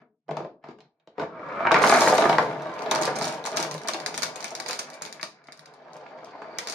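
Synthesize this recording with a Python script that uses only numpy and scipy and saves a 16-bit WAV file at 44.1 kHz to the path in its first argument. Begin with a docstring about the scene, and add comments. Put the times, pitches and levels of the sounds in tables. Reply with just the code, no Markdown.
"""Glass marbles spill down cardboard chutes in a small room, near a phone-sized recorder.
First a heavy ball knocks along the run and tips a gate. From 1.3 s rows of marbles roll down a tray,
then spill out near 1.8 s: blows and rolling ring the cardboard, and the air in a big box booms.
From about 2.9 s they pile up on the right, glass on glass giving short bright clicks. The last ones
roll off with a thin whistle. All along, the recorder's noise suppressor cuts the quiet ends of sounds."""
import sys
import numpy as np
from scipy import signal
from scipy.fft import irfft
from scipy.io import wavfile
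from scipy.ndimage import uniform_filter1d

SR = 44100
rng = np.random.default_rng(int(sys.argv[2]) if len(sys.argv) > 2 else 0)


def generate_wav(signal):
    """Clip the signal to [-1, 1] and save it as 16-bit WAV at the path in sys.argv[1]."""
    frames = np.transpose(np.atleast_2d(signal))
    scaled = np.clip(frames, -1, 1) * 32767
    pcm = np.round(scaled).astype(np.int16)
    wavfile.write(sys.argv[1], SR, pcm)


N = 297234
TIME = np.arange(N) / SR

# Room echoes. Each row: pitch in Hz, seconds to fade by 60 dB.
ROOM_FADE = [(150, 0.46), (600, 0.34), (2000, 0.24), (5000, 0.3), (12000, 0.2)]
# Slow rolling over the cardboard's ridges. Each row: time in seconds, whistle level in dB.
WHISTLE = [(5.75, -87), (5.92, -78.5), (6.5, -69), (6.74, -45)]
# Hum of the sloping tray. Each row: pitch in Hz, width in Hz, level in dB.
TRAY_TONES = [(665, 290, -8.5), (1250, 500, -3)]
# The chute's end wall. 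Each row: pitch in Hz, width in Hz, level in dB relative to the click.
WALL_TONES = [(1140, 31, -24), (2290, 150, -16.5)]
# Hiss of the paper surface. Each row: pitch in Hz, width in Hz, level in dB.
PAPER_TONES = [(2350, 1800, 23), (3690, 1070, 15), (4600, 670, 3.5), (5190, 6700, -24), (6600, 380, -19)]
# Ringing of the chute and tray. Each row: pitch in Hz, width in Hz, level in dB.
CARDBOARD_TONES = [(252, 20.7, -7), (324, 31.6, -4.5), (439.5, 34, -3.5), (532, 50.5, -6.5), (644, 64, 0.5),
                   (739, 72, -1.5), (904.3, 73, 1), (1024.6, 19.4, -12), (1160, 122, 0.5), (1433, 198, 3.5),
                   (1647, 344, 8), (2066, 263, 5.5), (2303, 86, 0)]
# The rolling marbles. Each row: time in seconds, cardboard rumble in dB, box boom in dB.
ROLLING = [(0.0, -107, -100), (1.12, -69, -83), (1.33, -43.5, -58), (1.62, -27, -53), (1.68, -34, -59),
           (1.78, -15, -67), (1.88, -14, -82), (2.242, -17.5, -43), (2.42, -22.5, -35), (2.581, -29, -41.5),
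           (2.75, -29, -59.5), (2.92, -22, -48), (3.26, -26.5, -40.5), (3.46, -34.5, -56.5),
           (3.6, -23, -44), (3.76, -36.5, -40), (3.899, -32, -77), (4.03, -33.5, -47), (4.7, -37.5, -67),
           (5.15, -44, -58), (5.3, -59.5, -67), (5.52, -52, -64.5), (5.951, -39.5, -66), (6.74, -38, -68)]
# Brightness of the rumble. Each row: time in seconds, dB per octave above 900 Hz.
RUMBLE_TILT = [(0, -4.5), (1.3, -5.5), (1.6, -2), (2.4, -10), (2.7, -9), (4.5, -6.5), (5.4, 0), (6, -13),
               (6.74, -4.5)]
# The heavy ball jostles loose parts. Each row: start and length in seconds, rattle and boom in dB.
RATTLES = [(0.0, 0.018, -52, -57), (0.305, 0.15, -44.5, -43), (0.647, 0.068, -44, -53.5),
           (0.796, 0.063, -65, -64), (1.196, 0.041, -28.5, -41.5)]
# Blows on cardboard. Each row: start in seconds, level in dB, pitch of the struck spot in Hz,
# paper scuff in dB relative to the blow, left over right in dB.
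KNOCKS = [(0.018, -38.5, 322, -30, 3), (0.282, -36.5, 680, -22, -9), (0.29, -19.5, 615, -32, 0),
          (0.31, -16, 590, -25, 3), (0.369, -17, 684, -18, 3), (0.404, -22, 549, -40, -3.5),
          (0.447, -27.5, 617, -27, 3), (0.64, -31, 770.5, -21, 1), (0.687, -29, 440, -21, 3),
          (0.786, -43.5, 736, -11, -3), (0.805, -48, 700.1, -0.5, 1), (0.999, -63, 686, -3, -5),
          (1.074, -38.5, 595, -12.5, 0), (1.181, -16.5, 580, -37, 5.5), (1.197, -13, 580, -29, 0),
          (1.219, -16, 655, -47, -3), (1.393, -22.5, 302, -43, 2), (1.605, -19, 725, -46, -1),
          (1.651, -11, 1090, -49, -1), (1.6625, -18, 1150, -43, 12), (1.6702, -6, 1380, -48, 0),
          (1.6735, -16, 1350, -38, -4), (1.71, -6.5, 1210, -35, -4), (1.717, -10.5, 745, -6, 3),
          (1.7204, -5.5, 800, -46, 4), (1.743, -4, 1500, -15, -1), (1.7448, -6.5, 1320, -32, 2),
          (1.758, -11, 1180, -26, -3), (1.7627, -9.5, 1250, -19, -2), (1.818, -7, 920, -33, -5),
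          (1.8375, -2, 1020, -23, -1), (1.897, -3, 840, -22.5, 3), (1.934, -19, 800, -35, 1),
          (1.947, -7, 1100, -34, 0), (1.923, -3.5, 1096, -35, 0.5), (1.941, -10, 910, -28, 0),
          (2.0175, -6.5, 930, -22, 0), (2.06, -16, 1020, -24, 3), (2.073, -3, 1160, -49, -1),
          (2.107, -17, 586, -37, -1), (2.127, -6.5, 694, -30, 0), (2.221, -10, 920, -15, -1),
          (2.24, -8.5, 900, -23, 1.5), (2.254, -4, 840, -25, -4), (2.181, -5.5, 785, -14, 1.5),
          (2.295, -7, 800, -13.5, 1.5), (2.328, -8, 1010, -18, -2), (2.383, -2.5, 990, -18, 1.5),
          (2.694, -20.5, 665, -28, 1), (2.782, -41, 800, -22, 5), (2.861, -26, 902, -10, -1),
          (2.915, -13.5, 945, -14, -3), (2.941, -13, 800, -35, 4), (2.957, -14.5, 936, -25, -2),
          (3.008, -27, 711, -21, 1), (3.047, -19.5, 875, -22, -4), (3.077, -11.5, 880, -30, 2),
          (3.213, -14.5, 900, -32, 2), (3.293, -26, 900, -30, -2), (3.452, -20.5, 903, -12, 4),
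          (3.472, -20, 870, -24, -4), (3.574, -24, 1170, -5, 2), (3.649, -23, 1390, -20, 2),
          (3.748, -23.5, 660, -18, 3), (3.888, -20, 1160, -8, 2), (3.944, -16, 580, -12, 2.5),
          (4.066, -34, 1160, -33, 9), (4.142, -26, 2250, -5, -2), (4.179, -28, 1170, -27, -3),
          (4.235, -23.5, 1000, -41, -2), (4.445, -25.5, 2250, -34, -1), (4.521, -27.5, 710, -26, 1.5),
          (4.696, -19.5, 786, -10.5, 1.5), (4.801, -44, 1130, -28, 0), (5.012, -33.5, 475, -13, 3),
          (5.196, -31.5, 2110, -24, 7), (5.23, -24.5, 1050, -15, 1.5), (5.485, -36.5, 630, -16, 4),
          (5.484, -36, 2350, -25, -4), (5.882, -36, 870, -26, -1), (6.007, -40.5, 900, -35, 11),
          (6.064, -34, 2230, -29, -4), (6.186, -31.5, 905, -26, -1), (6.419, -27.5, 1100, -17.5, -2),
          (6.588, -25.5, 2350, -5, -5)]
# Glass on glass. Each row: start in seconds, level in dB, rough pitch in Hz, left over right in dB.
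CLICKS = [(1.717, -37, 4320, -28), (1.728, -36, 4340, 0), (1.7866, -28, 4630, -2.5),
          (1.8086, -38, 4600, -1), (1.8318, -29, 3200, 7.5), (1.8645, -21, 4300, 3), (1.896, -12, 4470, 5),
          (1.931, -35, 4320, 1), (2.032, -36, 4430, 5), (2.008, -12.5, 4660, 0), (2.0795, -17, 6500, -5),
          (2.0844, -20, 4090, -4), (2.145, -29, 4630, 4), (2.179, -21, 4670, -3), (2.124, -22, 4600, 3),
          (2.233, -39, 4600, 0), (2.292, -32, 4700, -3), (2.426, -38, 3000, 0), (2.62, -39.5, 3820, 2),
          (2.7396, -39.5, 4880, 4), (2.791, -38, 4650, 3), (2.809, -49, 4600, 0), (2.821, -31, 5060, 7),
          (2.9115, -14, 3780, 7), (2.9155, -21, 4300, -4), (2.9495, -20.5, 5340, -9),
          (2.9577, -23, 4930, 15), (3.014, -22, 6570, 7), (3.023, -24, 5540, -17), (3.033, -22, 4420, 12),
          (3.0535, -16.5, 5170, -1), (3.067, -35, 5450, -4), (3.1567, -25, 5940, 0),
          (3.162, -23.5, 6100, -1), (3.1876, -24, 5440, -4), (3.2116, -23.5, 4270, -8),
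          (3.2203, -23, 5200, -2), (3.2258, -21, 5110, 5), (3.234, -36, 5940, 2), (3.243, -21, 5100, -1),
          (3.253, -22, 5900, -5), (3.271, -28, 5500, -3.5), (3.278, -28, 5540, 13), (3.2827, -24, 5600, 4),
          (3.34, -32, 5450, -2), (3.324, -30.5, 6200, 4), (3.44, -28, 3880, 6), (3.4534, -24, 6960, -5),
          (3.4611, -19.5, 5460, 1), (3.517, -32, 6200, -8), (3.469, -25, 5400, -3), (3.56, -30, 5600, 2),
          (3.565, -23, 5600, -5.5), (3.5701, -16, 4600, 8.5), (3.5728, -20.5, 5360, -14),
          (3.601, -18.5, 6300, 5), (3.6267, -18, 4560, 2), (3.636, -26, 5000, 4), (3.7118, -20.5, 5700, 1),
          (3.742, -27, 6160, -2), (3.7793, -31, 3850, 1.0), (3.817, -36.5, 6160, -0.5),
          (3.835, -34, 6130, -2), (3.8743, -23, 5240, 3), (3.8849, -13, 5440, 1), (3.935, -20, 3990, -1),
          (4.0006, -26.5, 4250, -2), (4.0614, -14.5, 4320, 4), (4.0647, -38, 6180, 15),
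          (4.127, -42, 5650, 0), (4.166, -36, 4600, 1), (4.1428, -28, 6400, 4), (4.1478, -25, 4600, 2),
          (4.177, -18, 5650, 5), (4.179, -32, 6330, -3), (4.2213, -25.5, 4800, -25), (4.224, -27, 4600, 0),
          (4.2272, -30, 4600, 3), (4.2303, -18, 4400, 15), (4.2344, -16.5, 4600, 3),
          (4.358, -23.5, 6980, 8), (4.405, -26.5, 4960, -3), (4.4262, -33, 4300, 16),
          (4.443, -18.5, 5645, 3), (4.48, -32, 4870, 11), (4.506, -28, 6000, -1), (4.551, -21, 4650, 2),
          (4.6, -20.5, 4447, 2.5), (4.6618, -23, 4450, -2), (4.682, -24, 5230, 0), (4.687, -18.5, 6600, 2),
          (4.7088, -18.5, 4460, 0), (4.7304, -19.5, 4250, 0), (4.79, -24, 6120, -0.5),
          (4.792, -16, 4970, 0), (4.9012, -34.5, 4270, 0), (4.933, -37, 4400, 1), (4.9413, -35, 6400, 0),
          (5.021, -19, 6610, 0), (5.051, -28.5, 3740, 10), (5.0607, -33, 4140, -9), (5.126, -28, 4430, 3),
          (5.212, -31, 4270, 0), (5.2292, -17.5, 4340, 0.5), (5.4408, -49, 4370, 1), (5.4708, -45, 4300, 8),
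          (5.5218, -32.5, 4400, 1), (5.574, -44.5, 4540, 0), (5.593, -38, 3500, -2),
          (5.6577, -37.5, 4280, 3), (5.738, -46.5, 5200, 3), (5.933, -41, 5200, 9.5),
          (5.967, -44.5, 4550, 3), (6.2457, -39.5, 4600, 0), (6.585, -17.5, 4600, 2.5),
          (6.6723, -21.5, 4280, 1), (6.685, -23, 5060, 4), (6.6985, -20.5, 6360, 0), (6.71, -37, 4600, 7),
          (6.723, -27, 5600, 11)]
# How walls and microphone colour the clicks. Each row: pitch in Hz, gain in dB.
CLICK_COLOUR = [(1500, -2), (2800, -7.5), (4200, -2), (6500, 1.5), (7600, -7.5), (8800, -1), (10500, -9),
                (14500, -13), (15600, -37), (16400, -51)]
# A click and its three ever weaker rebounds. Each entry: level change in dB.
REBOUND_DB = [0, -9, -12, -17]
# When clicks come from the heap. Each row: start and end in seconds.
HEAP_SPANS = [(2.85, 5.8), (6.52, 7)]

HEAP_LAG, TRAY_LAG = 22, -2  # samples by which the left microphone hears clicks late
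RUMBLE, BOOM = 0, 1  # which level to read from ROLLING and RATTLES


def gain_of(db):
    """Turn decibels into a multiplier."""
    return 10 ** (np.asarray(db) / 20)


def evened(x):
    """Scale a signal to an average power of one."""
    return x / np.sqrt(np.mean(x ** 2) + 1e-20)


def read_at(table, hz):
    """Read between a table's rows on a musical pitch scale."""
    pitches, values = np.transpose(table)
    return np.interp(np.log(hz + 1), np.log(pitches + 1), values)


def pulses(start, size, pan_db=0, lag=0):
    """Sharp pushes in stereo; the left side is pan_db louder and lag samples later."""
    out = np.zeros((2, N + 64))
    at = np.clip(np.round(start * SR).astype(int), 32, N - 1)
    np.add.at(out[0], at + np.round(lag).astype(int), size * gain_of(pan_db / 2))
    np.add.at(out[1], at, size * gain_of(-pan_db / 2))
    return out[:, :N]


def ring(x, hz, width):
    """Each push rings at one pitch; the greater the width, the sooner it dies."""
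    decay, angle = np.exp(-np.pi * width / SR), 2 * np.pi * hz / SR
    return signal.lfilter([0, np.sin(angle)], [1, -2 * decay * np.cos(angle), decay * decay], x)


def fade(x, fade_s):
    """Give each push a smoothly dying tail."""
    return signal.lfilter([1], [1, -np.exp(-1 / (fade_s * SR))], x)


def random_hits(level, count, spread_db):
    """Times, sizes and sides of many hits, mostly small, that follow a level curve."""
    when, rarity, side = rng.random((count, 3)).T
    size = gain_of(-spread_db * np.log(np.maximum(rarity, .01)))
    size = level[(when * N).astype(int)] * evened(size) * np.sqrt(N / count)
    return when * N / SR, size, 2 * side - 1


def at_heap(time):
    """One while the clicks come from the heap, otherwise zero."""
    return sum((time > start) & (time < end) for start, end in HEAP_SPANS)


def roll_level(kind):
    """How strongly the rolling marbles drive the rumble or the boom."""
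    time, *db = np.transpose(ROLLING)
    return gain_of(np.interp(TIME, time, db[kind]))


def rattle_level(kind, rise_s=0.01, fall_s=0.0081):
    """Each rattle comes up quickly, holds, and dies away."""
    start, length, *db = np.transpose(RATTLES)
    age = TIME[:, None] - start
    shape = np.exp(np.minimum(np.minimum(age / rise_s, 0), (length - age) / fall_s))
    return shape @ gain_of(db[kind])


def shake_level(kind):
    """Rolling and rattling shake the run together."""
    return roll_level(kind) + rattle_level(kind)


def spill_level(start_s=1.795, full_s=1.8204, until_s=2.06):
    """The marbles all knock together as the tray empties: rise, hold, fall."""
    rise_db = 72 * np.minimum((TIME - full_s) / (full_s - start_s), 0)
    fall_db = 69 * np.maximum(TIME - until_s, 0)
    return gain_of(-28.5 + rise_db - fall_db)


def after_clicks(db, fade_s):
    """A level that jumps at each click of glass and dies away."""
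    start, click_db = np.transpose(CLICKS)[:2]
    return fade(pulses(start, gain_of(click_db + db))[0], fade_s)


def echoes():
    """Scattered reflections off the walls, each pitch dying at its own speed."""
    taps, slots = np.zeros((2, SR // 2)), np.arange(84, SR // 2 - 12, 12)
    at = slots + rng.integers(0, 12, (2, len(slots)))
    np.put_along_axis(taps, at, rng.choice([-1., 1.], at.shape), 1)
    hz, age, bands = signal.stft(taps, SR, nperseg=256)
    alike = np.clip((700 / (hz[:, None] + 1)) ** 2 + 0.014, 0, 1)  # long waves reach both sides alike
    bands[1] = alike * bands[0] + np.sqrt(1 - alike ** 2) * bands[1]
    bands *= 1 + 1.57 * np.exp(-age / 0.0021)  # near walls and the table answer first and strongest
    bands *= gain_of(-60 * age / read_at(ROOM_FADE, hz)[:, None])
    tail = signal.istft(bands, SR, nperseg=256)[1]
    return tail / np.linalg.norm(tail[0])


def room(x, drift_hz=3.1):
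    """The marbles keep moving, so the sound drifts among three sets of echoes."""
    turn = 2 * np.pi * drift_hz * TIME
    shares = [np.sqrt(2 / 3) * np.cos(turn + k * np.pi / 3) for k in range(3)]
    return sum(signal.oaconvolve(x * share, echoes(), axes=1)[:, :N] for share in shares)


def box_boom(hz=153.6, width=19):
    """Blows and shaking keep the air in the big box booming on one low note."""
    start, db = np.transpose(KNOCKS)[:2]
    thumps = ring(pulses(start, gain_of(db - 53))[0], hz, width)
    drone = ring(np.gradient(rng.standard_normal(N)), hz, width)
    return thumps + shake_level(BOOM) * evened(ring(drone, hz, width=27))


def whistle():
    """The last marbles roll slowly over the cardboard's ridges with a thin, fuzzy tone."""
    level = gain_of(np.interp(TIME, *np.transpose(WHISTLE), left=-200))
    return level * evened(ring(rng.standard_normal((2, N)), hz=4560, width=130))


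def tray_hum(start_s=1.28, end_s=1.66, rise_db_per_s=55):
    """Fine bumps under the rolling rows hum in the tray floor, louder as they gather speed."""
    level = gain_of(-34 + rise_db_per_s * (TIME - end_s)) * (TIME > start_s) * (TIME < end_s)
    middle, side = rng.standard_normal((N, 2)).T * uniform_filter1d(level, size=900)
    bumps = np.array([middle + 0.17 * side, middle - 0.17 * side])
    return sum(gain_of(db) * ring(ring(bumps, hz, width), hz, width) * (4 * np.pi * width / SR) ** 1.5
               for hz, width, db in TRAY_TONES)


def end_wall(travel_s=0.00303):
    """Each click in the heap pushes through the marbles and rings the wall behind them."""
    start, db, _, pan_db = np.transpose(CLICKS)
    stray_db = 1.3 * rng.standard_normal((len(start), len(WALL_TONES)))
    sizes = gain_of(db + stray_db.T) * at_heap(start)
    return sum(gain_of(tone_db) * ring(pulses(start + travel_s, size, pan_db, HEAP_LAG), hz, width)
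               for size, (hz, width, tone_db) in zip(sizes, WALL_TONES))


def paper_crackle():
    """High up, the paper snaps at each blow and rustles finely under rolling glass."""
    start, db, _, scuff_db, pan_db = np.transpose(KNOCKS)
    snaps = fade(pulses(start, gain_of(db + scuff_db - 16.5), pan_db), fade_s=0.00059)
    left, right, grit = rng.standard_normal((N, 3)).T
    grit_db = 7.1 * np.minimum(evened(uniform_filter1d(grit, size=40)), 2)
    rustle = gain_of(-45.5) * shake_level(RUMBLE) * evened(gain_of(grit_db))
    band = signal.butter(3, [8500, 14200], "band", fs=SR, output="sos")
    return signal.sosfilt(band, np.array([left, right]) * (snaps + rustle))


def paper_hiss():
    """The paper surface hisses under moving glass and scuffs briefly at each blow."""
    start, db, _, scuff_db, pan_db = np.transpose(KNOCKS)
    scuffs = fade(pulses(start, gain_of(db + scuff_db), pan_db), fade_s=0.0029)
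    left, other, grit = rng.standard_normal((N, 3)).T
    grit = gain_of(5.9 * evened(uniform_filter1d(grit, size=60)))
    noise = np.array([left, .5 * left + np.sqrt(.75) * other])
    hiss = sum(gain_of(tone_db) * evened(ring(noise, hz, width)) for hz, width, tone_db in PAPER_TONES)
    rush = gain_of(-26) * roll_level(RUMBLE) + gain_of(-28) * spill_level()
    rush += gain_of(-23.5) * rattle_level(RUMBLE)  # loose parts scrape the paper
    rush += after_clicks(db=-27, fade_s=0.023)
    band = signal.butter(3, [2000, 7300], "band", fs=SR, output="sos")
    return signal.sosfilt(band, evened(hiss) * (scuffs + rush * evened(grit)))


def slaps(dent_s=0.001):
    """Once dented, the struck spot swings a few times at its own pitch."""
    start, db, spot_hz, _, pan_db = np.transpose(KNOCKS)
    pitches = np.geomspace(300, 2400, num=13)
    nearest = abs(np.log(spot_hz[:, None] / pitches)).argmin(axis=1)
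    out = 0
    for k, hz in enumerate(pitches):
        blows = pulses(start + dent_s, gain_of(db - 1.5) * (nearest == k), pan_db)
        dents = ring(blows, hz, width=hz) * 2 * np.pi * hz / SR
        out += ring(dents, hz, width=0.45 * hz)
    return out


def cardboard():
    """Blows and the bumps of rolling ring the panels, each spot with its own mix of tones."""
    start, db, spot_hz, _, pan_db = np.transpose(KNOCKS)
    bump_s, bump_size, side = random_hits(shake_level(RUMBLE), count=8000, spread_db=3.5)
    db_per_octave = np.interp(bump_s, *np.transpose(RUMBLE_TILT))
    out = 0
    for hz, width, tone_db in CARDBOARD_TONES:
        near_db = np.maximum(-7 * np.log2(hz / spot_hz) ** 2, -18)  # tones far from the spot's are weak
        late_s = rng.uniform(0, 0.00286, len(start))  # bends travel slowly, so panels answer in turn
        size = gain_of(db - 10.5 + near_db) * rng.choice([-1, 1], len(start))
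        blows = pulses(start + late_s, size, pan_db)
        tilt_db = db_per_octave * max(np.log2(hz / 900), 0)
        tilt_db += 9.9 * min(np.log2(hz / 550), 0)  # small bumps hardly move the large, low panels
        push = gain_of(tilt_db - 33.5) * bump_size * rng.standard_normal(len(bump_s))
        bumps = pulses(bump_s, push, pan_db=6.7 * side, lag=5 * side - 3)
        out += gain_of(tone_db) * ring(blows + bumps, hz, width)
    dent = np.hanning(9)  # soft board spreads each push over a fifth of a millisecond
    return signal.oaconvolve(out, dent[None] / dent.sum())[:, :N]


def tick(hz, cycles, width_share):
    """One touch of glass: a few swings around one pitch that swell and die quickly."""
    age = np.arange(256) / SR * hz / cycles
    burst = ring(rng.standard_normal(len(age)) * age * np.exp(-3 * age), hz, width_share * hz)
    return burst / np.linalg.norm(burst) * np.sqrt(SR / hz)


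def colour_clicks(clicks, left_echo_s=0.000374, right_echo_s=0.000323):
    """The board throws each click back upside down; walls and microphone shape its tone."""
    hz = np.fft.rfftfreq(256, 1 / SR)
    echo = 1 - 0.19 * np.exp(-2j * np.pi * hz * np.array([[left_echo_s], [right_echo_s]]))
    colour = np.fft.fftshift(irfft(gain_of(read_at(CLICK_COLOUR, hz)) * echo), axes=1)
    return signal.oaconvolve(clicks, colour, "same", axes=1)


def rebounds(typical_wait_s=0.0034):
    """Each marble strikes, then bounces three times against its neighbours."""
    start, db, hz, pan_db = np.transpose(CLICKS)[:, :, None]
    waits = typical_wait_s * (.6 + .9 * rng.random((len(start), 3)))
    after_s = np.cumsum(np.c_[np.zeros(len(start)), waits], axis=1)
    stray = rng.uniform(-1, 1, after_s.shape)
    stray[:, 0] = 0  # only the rebounds stray in pitch and size
    loose_db = -7.5 * (after_s > 0) * (1 - at_heap(start))  # few neighbours away from the heap
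    size = gain_of(db + 3.5 + REBOUND_DB + loose_db + 4.3 * stray)
    return start + after_s, size, hz * (1.05 + 0.23 * stray), np.repeat(pan_db, 4)


def glass():
    """Marbles click together; the spill and each click stir up fine chatter among the neighbours."""
    stir = spill_level() + after_clicks(db=-18.5, fade_s=0.026)
    chatter_s, chatter_size, side = random_hits(stir, count=6000, spread_db=1.0)
    height = rng.random(len(chatter_s))  # 0 is the lowest pitch, 1 the highest
    chatter_size *= gain_of(-13.5 + 4.8 * height * (1 - at_heap(chatter_s)))  # near clicks stay bright
    start, size, hz, pan_db = rebounds()
    start, size = np.append(start, chatter_s), np.append(size, chatter_size)
    hz, pan_db = np.append(hz, 3300 * 3.0 ** height), np.append(pan_db, 2.3 * side)
    lag = np.where(at_heap(start), HEAP_LAG, TRAY_LAG) + 2.2 * rng.standard_normal(len(start))
    bright = gain_of(rng.uniform(-9, 4, len(start)))  # a glancing hit is duller than a square one
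    pitches = np.geomspace(3000, 12000, num=24)
    nearest = abs(np.log(hz[:, None] / pitches)).argmin(axis=1)
    out = 0
    for k, pitch in enumerate(pitches):
        body = tick(pitch, 7.4, 0.28) + 0.12 * tick(pitch, 23, 0.46) + 0.3 * tick(pitch * 0.44, 2.14, 1)
        top = 0.56 * tick(pitch * 1.47, 11, 0.2) + 0.8 * tick(pitch * 2.77, 9.9, 0.47)
        for shape, share in ((body, 1), (top, bright)):
            hits = pulses(start, share * size * (nearest == k), pan_db, lag)
            out += signal.oaconvolve(hits, shape[None])[:, :N]
    return colour_clicks(out)


def scene():
    """Cardboard, glass and box sound together, and the room echoes the first two."""
    card = cardboard() + slaps() + paper_hiss() + paper_crackle() + end_wall() + whistle() + tray_hum()
    clicks = glass()
    echo_share = gain_of(np.where(at_heap(TIME), -7, -9))  # the heap is farther off, so it echoes more
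    return card + clicks + box_boom() + room(gain_of(-0.5) * card + echo_share * clicks)


def record(dry, quiet_db=-92, top_hz=16400):
    """The recorder thins the bass, turns down quiet pitches and cuts the highest treble."""
    bass_cut = signal.butter(6, 140, "high", fs=SR, output="sos")  # small microphone holes lose bass
    thinned = 0.094 * dry + signal.sosfilt(bass_cut, dry)
    bands = signal.stft(thinned, SR, nperseg=512, noverlap=384)[2]
    power = (abs(bands) ** 2).mean(0)
    power = uniform_filter1d(uniform_filter1d(power, size=9, axis=0), size=5, axis=1)
    under_db = np.maximum(quiet_db - 10 * np.log10(abs(power) + 1e-20), 0)
    bands *= gain_of(-np.minimum(0.4 * under_db, 25))
    kept = signal.istft(bands, SR, nperseg=512, noverlap=384)[1][:, :N]
    squeezed = 1.2 * np.tanh(kept / 1.2)  # softens the loudest blows
    treble_cut = signal.firwin(511, top_hz, window=("kaiser", 9), fs=SR)
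    return signal.oaconvolve(squeezed, treble_cut[None], "same")


dry = scene()
out = record(dry)
generate_wav(out)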